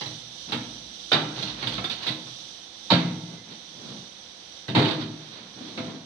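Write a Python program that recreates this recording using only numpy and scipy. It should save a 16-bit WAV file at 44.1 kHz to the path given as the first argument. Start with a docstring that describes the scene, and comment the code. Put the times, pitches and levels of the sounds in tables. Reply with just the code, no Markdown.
"""Firewood is pushed into a sheet-steel drum stove in a small plastered room.
Sticks knock, scrape and tumble inside: each touch makes the wood clack and the drum boom under it.
Three logs slap down, and the hardest one leaves the drum's wall and lid ringing.
A slowly sinking hiss and a faint low rumble lie underneath.
The right microphone sounds brighter than the left."""
import sys
import numpy as np
from scipy import signal
from scipy.fft import rfft, irfft, next_fast_len
from scipy.io import wavfile
from scipy.ndimage import uniform_filter1d

SR = 44100
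rng = np.random.default_rng(int(sys.argv[2]) if len(sys.argv) > 2 else 0)


def transcribe(u):
    """Save the signal u as a 16-bit wav file named by the first command-line argument.

    u: samples, shape (n,) or (channels, n), limited to [-1, 1]; the rate is SR.
    q: integer samples, one column per channel.
    """
    v = np.clip(np.atleast_2d(u).T, -1, 1)
    q = np.round(v * 32767).astype(np.int16)
    wavfile.write(sys.argv[1], SR, q)


N = 266804
HIT = np.arange(int(.9 * SR)) / SR  # the clock of one hit, in seconds
LEAD_S = .01  # a stick grazes this long before it strikes
CHATTER_S = .017  # a falling piece's chatter dies by 20 dB in this time
DETUNE = 0.0055  # the load presses on the steel and shifts its tones a little from blow to blow


def knocks():
    """Single sticks bump against the drum and each other."""
    # t/s, clack/dB, bright edge/dB, thud/dB, thud pitch/Hz, chatter time/s
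    bumps = [(0.01, -27.5, -28.5, -36.5, 127, 0.014), (0.058, -35.5, -30.5, -37.5, 126, .025),
             (0.521, -21.5, -23, -28.5, 246, 0.015), (1.425, -30.5, -23.5, -31.5, 211, 0.096),
             (1.624, -24.5, -29, -30, 129, .025), (1.671, -30.5, -19.5, -39, 135, .011),
             (1.736, -36, -23.5, -42, 238, .017), (1.779, -23, -35, -31, 178, 0.013),
             (1.841, -23.5, -23, -56, 304, 0.02), (1.898, -31.5, -22.5, -53, 200, 0.042),
             (2.028, -35.5, -29, -52, 245, .015), (2.066, -25.5, -19, -39.5, 230, .03),
             (2.083, -28.5, -24.5, -29.5, 140, .017), (2.269, -39, -44, -66, 167, 0.022),
             (4.681, -30, -30, -25.5, 183, 0.037), (5.776, -26.5, -34.5, -26, 262, 0.03)]
    out = np.zeros((2, N))
    for s, clack_db, edge_db, thud_db, thud_hz, chatter_s in bumps:
        add(out, s - LEAD_S, contact(clack_db, edge_db, thud_db, thud_hz, chatter_s))
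    return out


def logs():
    """Each log slaps down in three quick touches; the stove's floor gives and springs back."""
    # logs thrown in: t/s, clack/dB, bright edge/dB, thud/dB, thud pitch/Hz, floor swing/dB
    throws = [(1.117, -13.5, -14.5, -25, 300, -34), (2.903, -12.5, -13.5, -18.5, 172, -18.5),
              (4.75, -15.5, -20, -14, 344, -19)]
    # one end lands, then the side, then the other end: delay/s, extra clack/dB, edge/dB, thud/dB
    touches = [(0, 1, .5, -4.5), (0.0111, -1.5, -.5, -0.5), (.026, -4, -15, -5.5)]
    floor_hz, floor_delay_s = 120, 0.0229
    five_swings = np.sin(np.pi * np.minimum(HIT * floor_hz / 5, 1)) ** 2
    floor = np.sin(2 * np.pi * floor_hz * HIT) * five_swings
    out = np.zeros((2, N))
    for s, clack_db, edge_db, thud_db, thud_hz, floor_db in throws:
        for delay, more_clack, more_edge, more_thud in touches:
            slap = contact(clack_db + more_clack, edge_db + more_edge, thud_db + more_thud, thud_hz)
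            add(out, s + delay - LEAD_S, slap)
        add(out, s + floor_delay_s - 1 / floor_hz, amp(floor_db) * floor)  # starts one swing early
    return out


def tumble(count):
    """The last log upsets the pile: sticks fall at slightly uneven gaps, ever more softly."""
    # the first stick to fall: t/s, clack/dB, bright edge/dB, thud/dB
    first_fall = (4.791, -19, -23.5, -24.5)
    # how much softer each next stick is: clack/dB, bright edge/dB, thud/dB
    loss_db = (2.5, 1.5, 4)
    s, *first_db = first_fall
    gap_s = .03
    out = np.zeros((2, N))
    for k, slip in enumerate(rng.uniform(-0.062, .1, count)):
        levels_db = np.array(first_db) - k * np.array(loss_db)
        add(out, s + (k + slip) * gap_s - LEAD_S, contact(*levels_db, thud_hz=157))
    return out


def wall_blow():
    """The hardest log leaves the drum's wall and lid ringing."""
    # tones of the struck wall: f/Hz, level/dB, time to fade by 60 dB/s
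    wall_tones = [(173.2, 4.5, 0.87), (240, -2.5, 0.74), (254, 3.5, 0.63), (302, -27, 1), (492, -11, 0.55),
                  (573, 4, 0.11), (664, -27, 0.4), (696, -10, 0.43), (926, -21, 0.48), (1110, -30, 0.5),
                  (1378, -25, 0.43), (1600, -8, 0.21), (2170, -14, 0.71)]
    # the lid's two close tones, which beat together: f/Hz, level/dB, time to fade by 60 dB/s
    lid_tones = [(2046, 0, 1.5), (2054, -3, 1.4)]
    # the blow: t/s, level/dB
    blow = (2.922, -24.5)
    s, db = blow
    wall = ring(wall_tones, scatter_db=2.5, attack_s=0.0012, flutter_db=0, detune=0)
    lid = ring(lid_tones, scatter_db=1, attack_s=.02, flutter_db=5, detune=0)
    out = np.zeros((2, N))
    add(out, s, amp(db) * (wall + amp(-24) * lid))
    return out


def shoves():
    """Wood is shoved over ash and steel: bark rubs and the drum rumbles, swelling and fading."""
    # loudest moment t/s, rub/dB, rumble/dB, rumble pitch/Hz, half width of the swell/s
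    pushes = [(0.498, -30, -35.5, 170, 0.017), (1.216, -39, -35, 308, .03), (1.391, -25, -38, 117, 0.04),
              (1.496, -29, -55, 120, 0.041), (1.66, -27, -46, 130, 0.13), (1.806, -41, -39.5, 130, 0.032),
              (2.058, -27, -63, 140, 0.069), (3.33, -45, -41, 130, 0.063), (3.519, -35, -45, 240, 0.039),
              (3.89, -39.5, -37.5, 186, 0.12), (4.87, -22, -34, 326, 0.084), (5.02, -23.5, -38, 300, 0.024),
              (5.354, -37, -48, 208, 0.18), (5.61, -39, -37, 252, 0.049), (5.68, -36, -41, 278, 0.072),
              (5.869, -37, -35, 235, 0.13)]
    peak_s, linger_db, linger_fade_s = .2, -11.5, 1.3
    from_peak = np.abs(HIT - peak_s)
    out, n = np.zeros((2, N)), len(HIT)
    for s, rub_db, rumble_db, pitch_hz, width_s in pushes:
        swell = np.exp(-(from_peak / max(width_s, .005)) ** 2)
        swell += (HIT > peak_s) * amp(linger_db - 60 * from_peak / linger_fade_s)  # the room answers
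        grip = bark(n, rate=140, depth_db=2)
        rub = unit(coloured(diffuse(n) * grip, lambda hz: wood_colour(hz, ring_db=-2.5)))
        less_bass = lambda hz: drum_colour(hz, pitch_hz) * hz ** 2 / (hz ** 2 + 170 ** 2)
        rumble = unit(coloured(diffuse(n), less_bass))
        scrape = amp(rub_db - 10) * rub + amp(rumble_db - 4) * rumble
        add(out, s - peak_s, uniform_filter1d(swell, 300) * scrape)
    return out


def contact(clack_db, edge_db, thud_db, thud_hz, chatter_s=CHATTER_S):
    """One touch of wood clacks, splinters a little and shakes the drum; levels are relative."""
    splinter_db = min(edge_db - 28, -50)
    after_strike = amp(splinter_db) * crackle() + amp(thud_db - 5.5) * thud(thud_hz)
    return clack(clack_db, edge_db, chatter_s) + at_strike(after_strike)


def clack(body_db, edge_db, chatter_s):
    """A stick grazes, strikes and chatters; its woody body and bright edge echo in the firebox."""
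    # tinny tones of the firebox: f/Hz, level/dB, time to fade by 60 dB/s
    tin_tones = [(679, -5, 0.76), (984, -3, 0.5), (1123, -0.5, 0.36), (1280, -12, 0.67), (1440, -2, 0.1),
                 (1580, 7, 0.26), (1800, -4, 0.14), (2060, -3, 0.45), (2380, -10, 0.41)]
    n, t = len(HIT), HIT - LEAD_S
    graze_db = -13 + 20 * t / .008
    fade_db = -20 * t / max(chatter_s, .002)
    grip = amp(np.where(t < 0, graze_db, fade_db))
    chatter = rng.standard_normal(n) * bark(n, rate=900, depth_db=8) * grip
    chatter *= 0.85 * np.sqrt(chatter_s / CHATTER_S) / np.linalg.norm(chatter)
    chatter[round(LEAD_S * SR)] += 1  # the strike
    echoes = signal.fftconvolve(chatter[None], firebox(fade_s=0.15, room_db=-9), axes=1)[:, :n]
    note_hz = rng.uniform(850, 1700)  # each stick has a note of its own
    note = lambda hz: amp(4.5 / (1 + ((hz - note_hz) / 50) ** 2))
    sound = coloured(echoes, lambda hz: wood_colour(hz, ring_db=10.5) * note(hz))
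    body = signal.sosfilt(signal.butter(4, 2700, "low", fs=SR, output="sos"), sound)
    edge = signal.sosfilt(signal.butter(4, 2700, "high", fs=SR, output="sos"), sound)
    tin = at_strike(ring(tin_tones, scatter_db=3, attack_s=.002, flutter_db=3, detune=DETUNE))
    body = crest(body, size=180) + amp(-21.5) * crest(tin, size=180)
    return amp(body_db - 7) * body + amp(edge_db - 5.5) * crest(edge, size=180)


def wood_colour(hz, ring_db):
    """How strong each pitch is when wood is touched; the sticks ring at random strengths."""
    # the broad sound of a clack: f/Hz, level/dB
    spectrum = [(120, -29.5), (300, -11.5), (440, -11), (600, -12.5), (900, -9.5), (1400, -12),
                (2000, -13.5), (2700, -12.5), (3750, -3.5), (4500, -8), (5200, -21), (7000, -37.5),
                (10000, -65), (15500, -103)]
    # ring of dry wood: f/Hz, width/Hz, level/dB (not used)
    tones = [(628, 13, -6), (844, 130, -5), (1340, 18, -6), (1990, 110, -9), (2284, 8.7, -10),
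             (3670, 28, -2), (3910, 20, 0)]
    peaks = sum(rng.uniform(0, 0.66) / (1 + ((hz - centre) / (width / 2 + 15)) ** 2)
                for centre, width, _ in tones)
    return amp(along(spectrum, hz) + ring_db * peaks)


def thud(centre_hz):
    """The heavy steel takes a few milliseconds to start moving, then booms."""
    # tones of the whole drum: f/Hz, level/dB, time to fade by 60 dB/s
    drum_tones = [(124.1, -7, 0.69), (155.6, -5.5, 1), (209.3, -10.5, 1), (236, -7, 0.86),
                  (307.5, -2, 0.74), (384, -15, 0.39), (509, -8.5, 0.58), (658, -15.5, 1), (905, -14, 0.66)]
    push = firebox(fade_s=0.21, room_db=-4.5) * (1 - np.exp(-HIT / 0.0023))
    dull = coloured(push, lambda hz: drum_colour(hz, centre_hz))
    boom = ring(drum_tones, scatter_db=2, attack_s=.01, flutter_db=1.5, detune=DETUNE)
    return crest(dull, size=900) + amp(-4) * crest(boom, size=900)


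def drum_colour(hz, centre_hz):
    """The drum sounds dull, and the spot that is touched favours one pitch."""
    # the broad sound of a thud: f/Hz, level/dB
    spectrum = [(25, -49.5), (45, -22), (70, -38), (110, 9.5), (150, 3.5), (300, -1), (500, -9),
                (900, -16.5), (2000, -26), (5000, -82)]
    spot_db, spot_octaves = 8.5, 0.32
    spot = np.exp(-(np.log2((hz + 1) / centre_hz) / spot_octaves) ** 2)
    return amp(along(spectrum, hz) + spot_db * spot)


def ring(tones, scatter_db, attack_s, flutter_db, detune):
    """Each blow rings the steel's tones at new strengths; loose wood makes them flutter."""
    hz, db, fade_s = np.transpose(tones)[:, :, None]
    hz = hz * (1 + detune * rng.standard_normal(hz.shape))
    flutter = np.array([bark(len(HIT), rate=21, depth_db=flutter_db) for _ in tones])
    level = flutter * amp(db + scatter_db * rng.standard_normal(hz.shape) - 60 * HIT / fade_s)
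    swing = np.sin(2 * np.pi * (hz * HIT + rng.random(hz.shape)))
    return (level * swing).sum(0) * (1 - np.exp(-HIT / attack_s))


def crackle():
    """Bark splinters with a snap and a short, bright crackle."""
    # splintering bark: f/Hz, level/dB
    spectrum = [(3000, -21), (6000, -1), (8500, 1), (10700, -12.5), (12000, -6), (15500, -24)]
    grit = firebox(fade_s=0.14, room_db=-8) * bark(len(HIT), rate=700, depth_db=5)
    grit[:, 0] += np.sqrt(SR / 1000)  # the snap
    return crest(coloured(grit, lambda hz: amp(along(spectrum, hz))), size=180)


def firebox(fade_s, room_db):
    """Dense echoes inside the drum die by 60 dB in fade_s; the room follows."""
    return diffuse(len(HIT)) * amp(-60 * HIT / fade_s) + amp(room_db) * room_tail()


def room_tail():
    """A fresh echo of the room, in which each pitch dies at its own speed."""
    # the room's echo: f/Hz, time to fade by 60 dB/s
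    fade_times = [(70, 0.057), (130, 1), (250, 0.92), (600, 0.73), (2000, 0.58), (4500, 0.52),
                  (12000, 0.52)]
    hz, t, bands = signal.stft(diffuse(len(HIT)), SR, nperseg=256)
    fade = amp(-60 * t / along(fade_times, hz)[:, None])
    tail = signal.istft(bands * fade, SR, nperseg=256)[1][:, :len(HIT)]
    return tail * (1 - np.exp(-HIT / 0.0073))


def background():
    """A wavering, slowly sinking hiss, the air of the room and a low rumble that swells and fades."""
    # the colours of the three noises: f/Hz, level/dB
    hiss_spectrum = [(1200, -51), (2600, -15.5), (3100, -2.5), (3700, 2), (4500, -5), (5450, -8), (5820, 1),
                     (6150, -7), (6500, -11.5), (7000, -25), (8500, -21), (10700, -36.5), (11700, -36.5),
                     (15500, -50)]
    air_spectrum = [(24, -57), (40, -10), (165, -11.5), (196, -2.5), (259, -11), (303, -4), (461, -14.5),
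                    (503, -3.5), (610, -14), (666, -7), (1140, -13.5), (2600, -13), (3380, -38),
                    (5720, -120)]
    rumble_spectrum = [(25, -47), (42, -30), (55, 26), (68, 8), (100, -39), (200, -51)]
    # the rumble of the draught over time: t/s, level/dB
    draught = [(0, -62), (1.2, -64), (1.8, -53), (2.4, -96), (6.05, -90)]
    t = np.arange(N) / SR
    hiss_db = -41 - t  # sinks 1 dB a second
    rumble_db = np.interp(t, *np.transpose(draught))
    noise = lambda spectrum: unit(coloured(diffuse(N), lambda hz: amp(along(spectrum, hz))))
    hiss = amp(hiss_db) * bark(N, rate=7, depth_db=2) * noise(hiss_spectrum)
    return hiss + amp(-53) * noise(air_spectrum) + amp(rumble_db) * noise(rumble_spectrum)


def diffuse(n):
    """White noise at two close microphones: alike in the bass, unrelated in the treble."""
    # how alike left and right are: f/Hz, likeness from 0 to 1
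    likeness = [(60, 0.91), (150, 0.97), (280, 0.81), (500, 0.62), (1000, 0.15), (4000, 0)]
    m = next_fast_len(n)
    turn = np.arccos(np.clip(along(likeness, np.fft.rfftfreq(m, 1 / SR)), -1, 1)) / 2
    white = rfft(rng.standard_normal((2, m)))
    mid, side = irfft(white * [np.cos(turn), np.sin(turn)], m)[:, :n]
    return np.array([mid + side, mid - side])


def bark(n, rate, depth_db):
    """An uneven gain, like the grip of rough bark, that takes rate new values a second."""
    knots = rng.standard_normal(n // 20)
    return amp(depth_db * np.interp(np.arange(n) * rate / SR, np.arange(len(knots)), knots))


def coloured(x, gain):
    """Give each frequency its gain, with no ringing ahead of the sound (a minimum-phase filter)."""
    n = x.shape[-1]
    m = 2 * next_fast_len(n // 2 + SR // 20)
    cepstrum = irfft(np.log(np.maximum(gain(np.fft.rfftfreq(m, 1 / SR)), 1e-6)))
    cepstrum[..., 1:m // 2] *= 2
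    cepstrum[..., m // 2 + 1:] = 0
    return irfft(rfft(x, m) * np.exp(rfft(cepstrum)), m)[..., :n]


def amp(db):
    """Turn decibels into a gain."""
    return 10 ** (np.asarray(db) / 20)


def unit(x):
    """Scale to an average (rms) level of 1."""
    return x / np.sqrt(np.mean(x ** 2) + 1e-20)


def crest(x, size):
    """Scale so that the loudest stretch of size samples has an average (rms) level of 1."""
    power = np.mean(np.atleast_2d(x) ** 2, axis=0)
    return x / np.sqrt(uniform_filter1d(power, size).max() + 1e-20)


def along(points, hz):
    """Read between rows of f/Hz, value, with the octaves evenly spaced."""
    f, v = np.transpose(points)
    return np.interp(np.log(hz + 1), np.log(f + 1), v)


def at_strike(x):
    """Delay a sound by LEAD_S, to the moment of the strike."""
    return np.roll(x, round(LEAD_S * SR), axis=-1) * (HIT >= LEAD_S)


def add(track, s, sound):
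    """Mix a sound into the track at s seconds."""
    start = max(0, round(s * SR))
    track[:, start:start + sound.shape[-1]] += sound[..., :N - start]


def scene():
    """The stove being loaded in the quiet room."""
    return knocks() + logs() + tumble(count=5) + wall_blow() + shoves() + background()


def record(dry):
    """Each microphone opening has its own colour; the deepest bass and the top are cut off."""
    # balance of the microphones: f/Hz, left minus right/dB
    balance = [(100, 0), (300, 1), (700, 0), (1400, -1), (2200, -3.5), (2900, -8.5), (3700, -16.5),
               (4600, -12), (6000, -8.5), (7000, -3), (9000, 5), (12000, -2)]
    low_cut_hz, top_hz = 55, 15700

    def microphones(hz):
        ratio = amp(along(balance, hz))
        low_cut = 1 / np.sqrt(1 + (low_cut_hz / (hz + 1)) ** 8)
        return low_cut * np.array([ratio, np.ones_like(ratio)]) / np.sqrt((1 + ratio ** 2) / 2)
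    m = next_fast_len(N + SR // 2)
    below_top = np.fft.rfftfreq(m, 1 / SR) < top_hz
    return irfft(rfft(coloured(dry, microphones), m) * below_top, m)[:, :N]


dry = scene()
out = record(dry)
transcribe(out)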